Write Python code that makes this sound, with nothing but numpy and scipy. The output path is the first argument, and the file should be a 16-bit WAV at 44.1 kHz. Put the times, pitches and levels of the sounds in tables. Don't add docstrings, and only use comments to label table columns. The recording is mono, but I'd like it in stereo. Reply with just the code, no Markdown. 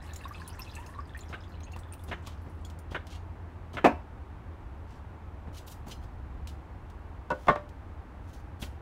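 import sys
import numpy as np
from scipy import signal
from scipy.fft import rfft, irfft
from scipy.io import wavfile
from scipy.ndimage import uniform_filter1d

SR = 44100
rng = np.random.default_rng(int(sys.argv[2]) if len(sys.argv) > 2 else 0)


def persist_wave(psi):
    counts = np.round(np.clip(psi, -1, 1) * 32767).astype(np.int16)
    wavfile.write(sys.argv[1], SR, np.atleast_2d(counts).T)


N = 388521
TIME = np.arange(N) / SR
AGE = TIME[:SR // 2]

# (frequency [Hz], relative density [dB per Hz])
STREET_SPECTRUM = [(12, -42), (20, -24.5), (72, -8.5), (92, -14.5), (140, -25.5), (300, -21.5),
                   (450, -24.5), (881, -21), (1820, -33), (4950, -54.5), (15500, -67)]
RUMBLE_DB, WASH_DB = -45, -48.5
PASS_S, PASS_WIDTH_S, PASS_DB = 6.3, 0.22, -42
ENGINE_HZ, ENGINE_S, ENGINE_WIDTH_S, ENGINE_DB = 83.6, 2.36, 1.3, -47.5

# (time [s], length [s], level [dB], tilt [dB per octave])
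SCUFFS = [(2.249, 0.032, -52, 2), (4.862, 0.15, -62.5, 2), (5.525, 0.072, -48.5, 5.5),
          (5.655, 0.087, -48.5, 9.5), (5.859, 0.042, -51.5, 9), (5.891, 0.034, -41, 2.5),
          (6.008, 0.04, -60, 4.5), (6.473, 0.027, -51, 5), (7.31, 0.24, -61, 5.5), (8.22, 0.2, -61, 6.5),
          (8.59, 0.077, -45.5, 9), (8.615, 0.034, -37.5, -6)]
# (time [s], level [dB])
GRAIN_CRACKS = [(2.271, -47), (2.7, -56.5), (3.069, -53.5), (3.122, -60), (6.473, -47.5), (6.9, -62),
                (7.691, -61.5), (5.547, -58), (5.681, -56), (3.158, -60)]
CRACK_TILT_DB = 5
# (frequency [Hz], level [dB])
GRIT_SPECTRUM = [(300, -1), (1000, 1.5), (1800, 11), (3000, 18.5), (4200, 12.5), (6000, 8), (12000, -7),
                 (15000, -11)]
# (time [s], level [dB])
THUDS = [(2.462, -41), (5.472, -39.5), (5.867, -37), (8.622, -38.5)]
# (frequency [Hz], level [dB])
THUD_SPECTRUM = [(30, -11), (90, 14.5), (200, 6), (900, 1), (3000, -21), (15000, -60)]

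# (time [s], level before trim and low-pass [dB], low-pass cut-off [Hz],
# offset on the mode levels [dB], foot ["near" or "far"])
STAND_KNOCKS = [(7.303, -20.5, 1600, 13, "near"), (7.313, -24.5, 1400, 3, "near"),
                (7.4693, -33.5, 5000, -5, "far"), (7.4824, -11, 5500, 7.5, "far"),
                (7.4926, -19, 5000, -9, "far"), (7.556, -29.5, 4000, -2, "far")]
# (frequency [Hz], level [dB])
STAND_SPECTRUM = [(60, -11), (400, -2), (720, 3.5), (1100, -0.5), (1450, -4), (2100, -12), (2900, -22.5),
                  (3500, -22.5), (4500, -39), (15000, -51)]
# (frequency [Hz], near-foot level [dB], far-foot level [dB], t60 [s])
STAND_RINGS = [(520, -8, -16, 0.21), (592, -12.5, -4, 0.28), (728, -21, 9, 0.04), (952, 6, -0.5, 0.065),
               (1074, -2.5, 0, 0.16), (1156, -23, -0.5, 0.16), (1477, -1.5, -6.5, 0.13),
               (1822, -21, -8, 0.14), (2110, -30, -7, 0.062), (2654, -6, -15, 0.063),
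               (3460, -24, -8.5, 0.026)]

# (time [s], level [dB], offset on the mode levels [dB])
CHASSIS_CLUNKS = [(3.8422, -13, -23), (3.846, -8.5, -2.5), (3.8574, -13.5, -23)]
# (frequency [Hz], level [dB])
CHASSIS_SPECTRUM = [(60, -37), (150, -12), (285, 4), (400, -4), (750, 4.5), (1000, -0.5), (1250, -7.5),
                    (2000, -14.5), (2550, -15), (3300, -29), (15000, -54)]
# (frequency [Hz], level [dB], t60 [s])
CHASSIS_RINGS = [(218, -14.5, 0.23), (276, -15, 0.19), (562, -10, 0.26), (716, 3.5, 0.13),
                 (787, -0.5, 0.13), (897, -3.5, 0.22), (980, -9, 0.22), (1122, -3, 0.14), (1750, -7, 0.14),
                 (2540, -9.5, 0.16)]

# (time [s], stroke level [dB], level of the handle rubbing as it is lifted [dB])
JACK_STROKES = [(1.327, -35.5, -82), (2.113, -31, -54.5), (2.945, -30, -51), (3.768, -29.5, -85)]
# (frequency [Hz], level [dB])
VALVE_SPECTRUM = [(150, -5), (330, 10), (1100, 8), (1550, 14), (2000, 5), (3000, 1), (3800, -6.5),
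                  (4500, -20.5), (15000, -41)]
# (frequency [Hz], level [dB], t60 [s])
JACK_RINGS = [(706, -6, 0.058), (1540, -1, 0.046), (1740, -7, 0.061), (2126, -7, 0.068)]
PUSH_LEAD_S, PUSH_S, PUSH_DB, PUSH_TILT_DB = 0.041, 0.038, -20, 1.5
LOAD_LEAD_S, LOAD_DB = 0.028, -6.5
LIFT_DELAY_S, LIFT_S, LIFT_TILT_DB = 0.112, 0.13, 0

BREAK_S, BREAK_LENGTH_S, BREAK_LOSS_DB, DWINDLE_DB_PER_S, DRY_S = 0.76, 0.2, 6.5, 1, 2.7
# (time [s], length [s], level [dB], first pitch [Hz], last pitch [Hz])
GURGLE_RUNS = [(0, 0.25, -51.5, 1050, 1115), (.35, 0.204, -50.5, 1146, 897), (0.601, .15, -54, 1096, 1146),
               (0.765, 0.22, -50.5, 936, 1150)]
# (bubble pitch [Hz], level [dB])
CRACKLE_SPECTRUM = [(1600, 4.5), (2700, 1.5), (4000, 8), (10000, 13), (15000, -2)]
# (time [s], bubble level before its echoes [dB], starting pitch [Hz])
TRAPPED_BUBBLES = [(.209, -43, 2650), (0.237, -42, 2680), (0.244, -39.5, 3610), (0.254, -31, 1050),
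                   (.309, -35, 1136), (0.31, -47, 1730), (0.346, -36, 2490), (0.475, -38, 9500),
                   (0.589, -34.5, 980), (0.594, -36, 2570), (.619, -33, 5170), (0.675, -43, 2520),
                   (.694, -43, 3820), (.765, -36, 2590), (0.769, -40, 1700), (0.844, -45, 1750),
                   (0.989, -30, 1104), (1.148, -31, 1763), (1.208, -39.5, 6900), (1.634, -39.5, 6420),
                   (1.734, -38.5, 2630), (1.924, -33.5, 8730), (1.67, -45.5, 2550), (2.648, -41.5, 3260)]
# (time [s], level [dB], brightest pitch [Hz])
SURFACE_TICKS = [(.135, -48.5, 6900), (.16, -45.5, 7100), (.282, -56, 12700), (0.4768, -43.5, 9930),
                 (0.593, -46.5, 12300), (.752, -49, 7600), (0.8627, -53, 6440), (1.174, -54, 9300),
                 (1.191, -53.5, 4200), (1.291, -58.5, 6500), (1.605, -58.5, 4000), (1.7203, -57, 6640),
                 (1.7896, -54.5, 8050), (1.935, -50, 2620), (2.037, -54.5, 10700), (2.65, -52.5, 6940),
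                 (2.789, -56, 9200)]
# (time [s], level [dB])
HOLLOW_TAPS = [(1.763, -42), (2.273, -42.5)]
# (frequency [Hz], level [dB])
TAP_SPECTRUM = [(280, -3), (700, -5), (1100, 4), (1600, -13), (15000, -32)]
PAN_DIRECT, PAN_LAG_S = .7, .00005

# (frequency [Hz], side level re mid [dB])
STEREO_WIDTH = [(25, -11.5), (130, -11.5), (290, -6.5), (600, 4.5), (1200, 3.5), (2500, 2), (15000, -1.5)]
CUTOFF_HZ = 15700


def amp(db):
    return 10 ** (np.asarray(db) / 20)


def rms_one(x):
    return x / np.sqrt(np.mean(x ** 2) + 1e-20)


def as_blow(x):
    energy = np.mean(np.sum(x ** 2, axis=-1))
    return x / np.sqrt(energy / (SR * .02) + 1e-20)


def at_hz(points, hz):
    f, value = np.transpose(points)
    return np.interp(np.log(hz + 1), np.log(f), value)


def tilted(spectrum, tilt_db):
    return [(hz, db + tilt_db * np.log2(hz)) for hz, db in spectrum]


def add(out, s, sound):
    room = out[:, round(s * SR):][:, :sound.shape[-1]]
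    room += sound[..., :room.shape[-1]]


def drift(rate):
    r = np.exp(-80 * np.pi * rate / SR)
    noise = rng.standard_normal(N // 40 + 2002)
    slow = signal.lfilter([1], [1, -2 * r, r * r], noise)[2000:]
    return np.interp(np.arange(N) / 40, np.arange(len(slow)), rms_one(slow))


def swell(nearest_s, width_s):
    return 1 / np.hypot(1, (TIME - nearest_s) / width_s)


def panned(left_db):
    return amp(np.array([[left_db], [-left_db]]) / 2)


def colour(x, spectrum):
    size = 8192
    cepstrum = irfft(np.log(amp(at_hz(spectrum, np.fft.rfftfreq(size, 1 / SR)))))
    cepstrum[1:size // 2] *= 2
    response = irfft(np.exp(rfft(cepstrum[:size // 2], size)))[:size // 2]
    return signal.fftconvolve(x, response[None], axes=-1)[:, :x.shape[-1]]


def echoes(t60, late_db, late_t60=0.3, size=17):
    decay = amp(-60 * AGE / t60) + amp(late_db - 60 * AGE / late_t60)
    spectrum = rfft(rng.standard_normal((2, len(AGE))) * decay)
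    mid, side = irfft(spectrum / np.sqrt(uniform_filter1d(abs(spectrum) ** 2, size)))
    fade = np.minimum(1, amp(60 - 240 * AGE))
    return np.array([mid + side, mid - side]) / np.sqrt(2) * fade


def under_car(x, direct, t60, late_db, lag_s=.0003):
    response = echoes(t60, late_db)
    response[[0, 1], [0, round(lag_s * SR)]] += direct
    return signal.fftconvolve(np.atleast_2d(x), response, axes=-1)[:, :x.shape[-1]]


def struck(spectrum, modes, t60, late_db, ring_db, left_leads_turns=0.29, build_s=0.0022):
    onset = 1 - np.exp(-AGE / build_s)
    crowd = as_blow(colour(onset * echoes(t60, late_db), spectrum))
    rings = 0
    for hz, db, decay in modes:
        turns = rng.random() + np.array([[left_leads_turns], [0]])
        rings = rings + amp(db - 60 * AGE / decay) * np.sin(2 * np.pi * (hz * AGE + turns))
    return as_blow(crowd + amp(ring_db) * onset * rings)


def bubble(hz, cycles, rise):
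    life = AGE[:SR // 10] * hz / cycles
    pitch = hz * (1 + rise * np.minimum(life, 1))
    return amp(-60 * life) * np.sin(2 * np.pi * np.cumsum(pitch) / SR)


def grains(per_s, spread_db):
    sizes = amp(spread_db * np.minimum(rng.exponential(1, N), 4)) * rng.choice([-1, 1], N)
    return rms_one(sizes * (rng.random(N) < per_s / SR))


def snap(spectrum, direct, t60):
    click = colour(signal.unit_impulse(len(AGE))[None], spectrum)
    return as_blow(under_car(click, direct, t60, late_db=-24, lag_s=PAN_LAG_S))


def scrape(length, tilt_db, per_s=600, spread_db=5.0):
    chance = rng.random(len(AGE))
    size = rng.exponential(1, len(AGE))
    sign = rng.choice([-1, 1], len(AGE))
    grit = (chance < per_s / SR) * sign * amp(spread_db * np.minimum(size, 4))
    pressure = np.sin(np.pi * np.minimum(AGE / length, 1))
    crunch = rms_one(colour((grit * pressure)[None], tilted(GRIT_SPECTRUM, tilt_db)))
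    return under_car(crunch * np.sqrt(np.mean(pressure ** 2)), direct=0.36, t60=0.07, late_db=-17.5)


def thud():
    return as_blow(colour(echoes(t60=0.21, late_db=-43), THUD_SPECTRUM))


def street(second_db=-15, split_hz=130):
    noise = colour(rng.standard_normal((2, N + SR)), STREET_SPECTRUM)[:, SR:]
    low = signal.sosfilt(signal.butter(4, split_hz, fs=SR, output="sos"), noise)
    high = signal.sosfilt(signal.butter(4, split_hz, "high", fs=SR, output="sos"), noise)
    rumble = np.hypot(amp(RUMBLE_DB), amp(PASS_DB) * swell(PASS_S, PASS_WIDTH_S))
    phase = 2 * np.pi * np.cumsum(ENGINE_HZ * (1 + 0.02457 * drift(3.9))) / SR
    hum = rms_one(np.sin(phase) + amp(second_db) * np.sin(2 * phase))
    waver = amp(2 * drift(8))
    engine = amp(ENGINE_DB) * swell(ENGINE_S, ENGINE_WIDTH_S) * waver * hum
    return rumble * rms_one(low) + amp(WASH_DB) * rms_one(high) + engine


def scuffs_and_thuds():
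    out = np.zeros((2, N))
    for s, length, db, tilt_db in SCUFFS:
        add(out, s, amp(db) * scrape(length, tilt_db))
    for s, db in GRAIN_CRACKS:
        add(out, s, amp(db) * snap(tilted(GRIT_SPECTRUM, CRACK_TILT_DB), direct=0.32, t60=0.043))
    for s, db in THUDS:
        add(out, s, amp(db) * thud())
    return out


def stand(trim_db=1, tick_db=-38):
    out = np.zeros((2, N))
    for s, db, contact_hz, ring_db, foot in STAND_KNOCKS:
        modes = []
        for hz, near_db, far_db, t60 in STAND_RINGS:
            modes.append((hz, near_db if foot == "near" else far_db, t60))
        blow = struck(STAND_SPECTRUM, modes, t60=0.079, late_db=-26, ring_db=ring_db)
        soften = signal.butter(2, contact_hz, fs=SR, output="sos")
        add(out, s, amp(db + trim_db) * signal.sosfilt(soften, blow))
        gritty = as_blow(colour(echoes(t60=0.036, late_db=-18), GRIT_SPECTRUM))
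        add(out, s, amp(db / 2 + tick_db) * gritty)
    return out


def chassis():
    out = np.zeros((2, N))
    for s, db, ring_db in CHASSIS_CLUNKS:
        clunk = struck(CHASSIS_SPECTRUM, CHASSIS_RINGS, t60=0.064, late_db=-24.0,
                       ring_db=ring_db, left_leads_turns=-0.27)
        add(out, s, amp(db) * clunk)
    return out


def jack(touch_db=-5.0, gap_s=0.0046, accent_db=3.0, count=4):
    out = np.zeros((2, N))
    for s, db, lift_db in JACK_STROKES:
        add(out, s - PUSH_LEAD_S, amp(db + PUSH_DB) * scrape(PUSH_S, PUSH_TILT_DB))
        add(out, s - LOAD_LEAD_S, amp(db + LOAD_DB) * thud())
        for k, late in enumerate(rng.random(count)):
            force_db = accent_db * (1 - np.sin(np.pi * k / count))
            touch = struck(VALVE_SPECTRUM, JACK_RINGS, t60=0.041, late_db=-25.5, ring_db=4.0)
            wait = (k + late * min(k, 1) / 2) * gap_s
            add(out, s + wait, amp(db + touch_db + force_db) * touch)
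        add(out, s + LIFT_DELAY_S, amp(lift_db) * scrape(LIFT_S, LIFT_TILT_DB))
    return out


def hollow_taps():
    out = np.zeros((2, N))
    for s, db in HOLLOW_TAPS:
        add(out, s, amp(db) * snap(TAP_SPECTRUM, direct=0.55, t60=0.065))
    return out


def plip(hz, rebound_s=0.014, rebound_db=-11, rebound_ratio=1.314):
    ring = bubble(hz, cycles=1.8 * np.sqrt(hz), rise=0.29)[None]
    smaller = bubble(hz * rebound_ratio, cycles=np.sqrt(hz), rise=.22)
    add(ring, rebound_s * (.5 + rng.random()), amp(rebound_db) * smaller)
    return under_car(ring, PAN_DIRECT, t60=0.052, late_db=-30, lag_s=PAN_LAG_S)


def tick(hz, below_db=-19, above_db=-10, burst_s=0.0016, ring_db=-2):
    burst = rng.standard_normal((1, SR // 10)) * np.exp(-AGE[:SR // 10] / burst_s)
    hump = [(hz / 8, below_db), (hz, 0), (hz * 2, above_db)]
    ring = as_blow(bubble(hz, cycles=np.sqrt(hz), rise=.1))
    film = as_blow(colour(burst, hump)) + amp(ring_db) * ring
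    return as_blow(under_car(film, PAN_DIRECT, t60=.06, late_db=-37, lag_s=PAN_LAG_S))


def drips():
    out = np.zeros((2, N))
    for s, db, hz in TRAPPED_BUBBLES:
        add(out, s, amp(db) * plip(hz))
    for s, db, hz in SURFACE_TICKS:
        add(out, s, amp(db) * tick(hz))
    return out


def flow(s):
    broken = np.clip((s - BREAK_S) / BREAK_LENGTH_S, 0, 1)
    return amp(-BREAK_LOSS_DB * broken - DWINDLE_DB_PER_S * np.maximum(s - BREAK_S, 0))


def gurgle(per_s=62, detune_share=0.044, spread_db=5.0, shed_hz=1740, shed_db=-9, count=24):
    out = np.zeros((2, N))
    for s, length, db, first_hz, last_hz in GURGLE_RUNS:
        run = np.zeros((1, len(AGE)))
        for k, (detune, strength, shed) in enumerate(rng.standard_normal((count, 3))):
            along = (k + rng.random()) / (per_s * length)
            stray = np.exp(detune_share * detune)
            if along < 1:
                hz = (first_hz + (last_hz - first_hz) * along) * stray
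                main = bubble(hz, cycles=105, rise=0.067)
                offspring = bubble(shed_hz * stray, cycles=27, rise=0.069)
                add(run, along * length, amp(spread_db * strength) * main)
                add(run, along * length, amp(shed_db + 2 * spread_db * shed) * offspring)
        level = amp(db) * np.sqrt(length / AGE[-1])
        add(out, s, level * under_car(rms_one(run), direct=0.85, t60=0.033, late_db=-32, lag_s=PAN_LAG_S))
    return out


def burble(floor_db=-48.5, spread_db=9.0, low_hz=1250, high_hz=5600, per_s=120, count=240):
    pops = np.zeros((1, N))
    for k, (late, size, strength, chance) in enumerate(rng.random((count, 4))):
        s = (k + late) / per_s
        hz = low_hz * (high_hz / low_hz) ** size
        if chance < flow(s):
            gain = np.sqrt(flow(s)) * amp(floor_db + spread_db * strength)
            add(pops, s, gain * bubble(hz, cycles=0.61 * np.sqrt(hz), rise=0.25))
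    return under_car(pops, PAN_DIRECT, t60=0.11, late_db=-35, lag_s=PAN_LAG_S)


def trickle(crackle_db=-63.5, per_s=170, size=24):
    crackle = np.zeros((1, N))
    pops = grains(per_s * flow(TIME) * (TIME < DRY_S), spread_db=-3.0)
    pitches = rng.choice(np.geomspace(1600, 14500, size), N)
    for i in np.flatnonzero(pops):
        hz = pitches[i]
        gain = pops[i] * amp(at_hz(CRACKLE_SPECTRUM, hz)) * np.sqrt(hz * flow(i / SR))
        add(crackle, i / SR, gain * bubble(hz, cycles=9.6, rise=0.13))
    level = amp(crackle_db) / crackle[:, :SR].std()
    return under_car(level * crackle, direct=0.17, t60=0.15, late_db=-16, lag_s=PAN_LAG_S)


def scene():
    metal = jack() + panned(left_db=-1.5) * chassis() + panned(left_db=1.0) * stand()
    oil = drips() + gurgle() + burble() + trickle()
    return street() + scuffs_and_thuds() + metal + hollow_taps() + oil


def record(dry):
    share = [(hz, 10 * np.log10(2 / (1 + amp(db) ** 2)), db) for hz, db in STEREO_WIDTH]
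    mid = colour((dry[:1] + dry[1:]) / 2, [(hz, mid_db) for hz, mid_db, db in share])
    side = colour((dry[:1] - dry[1:]) / 2, [(hz, mid_db + db) for hz, mid_db, db in share])
    pair = np.vstack([mid + side, mid - side])
    rounded = pair / (1 + pair ** 4) ** (1 / 4)
    top_cut = signal.ellip(10, .2, 80, CUTOFF_HZ, fs=SR, output="sos")
    return signal.sosfilt(top_cut, rounded)


dry = scene()
out = record(dry)
persist_wave(out)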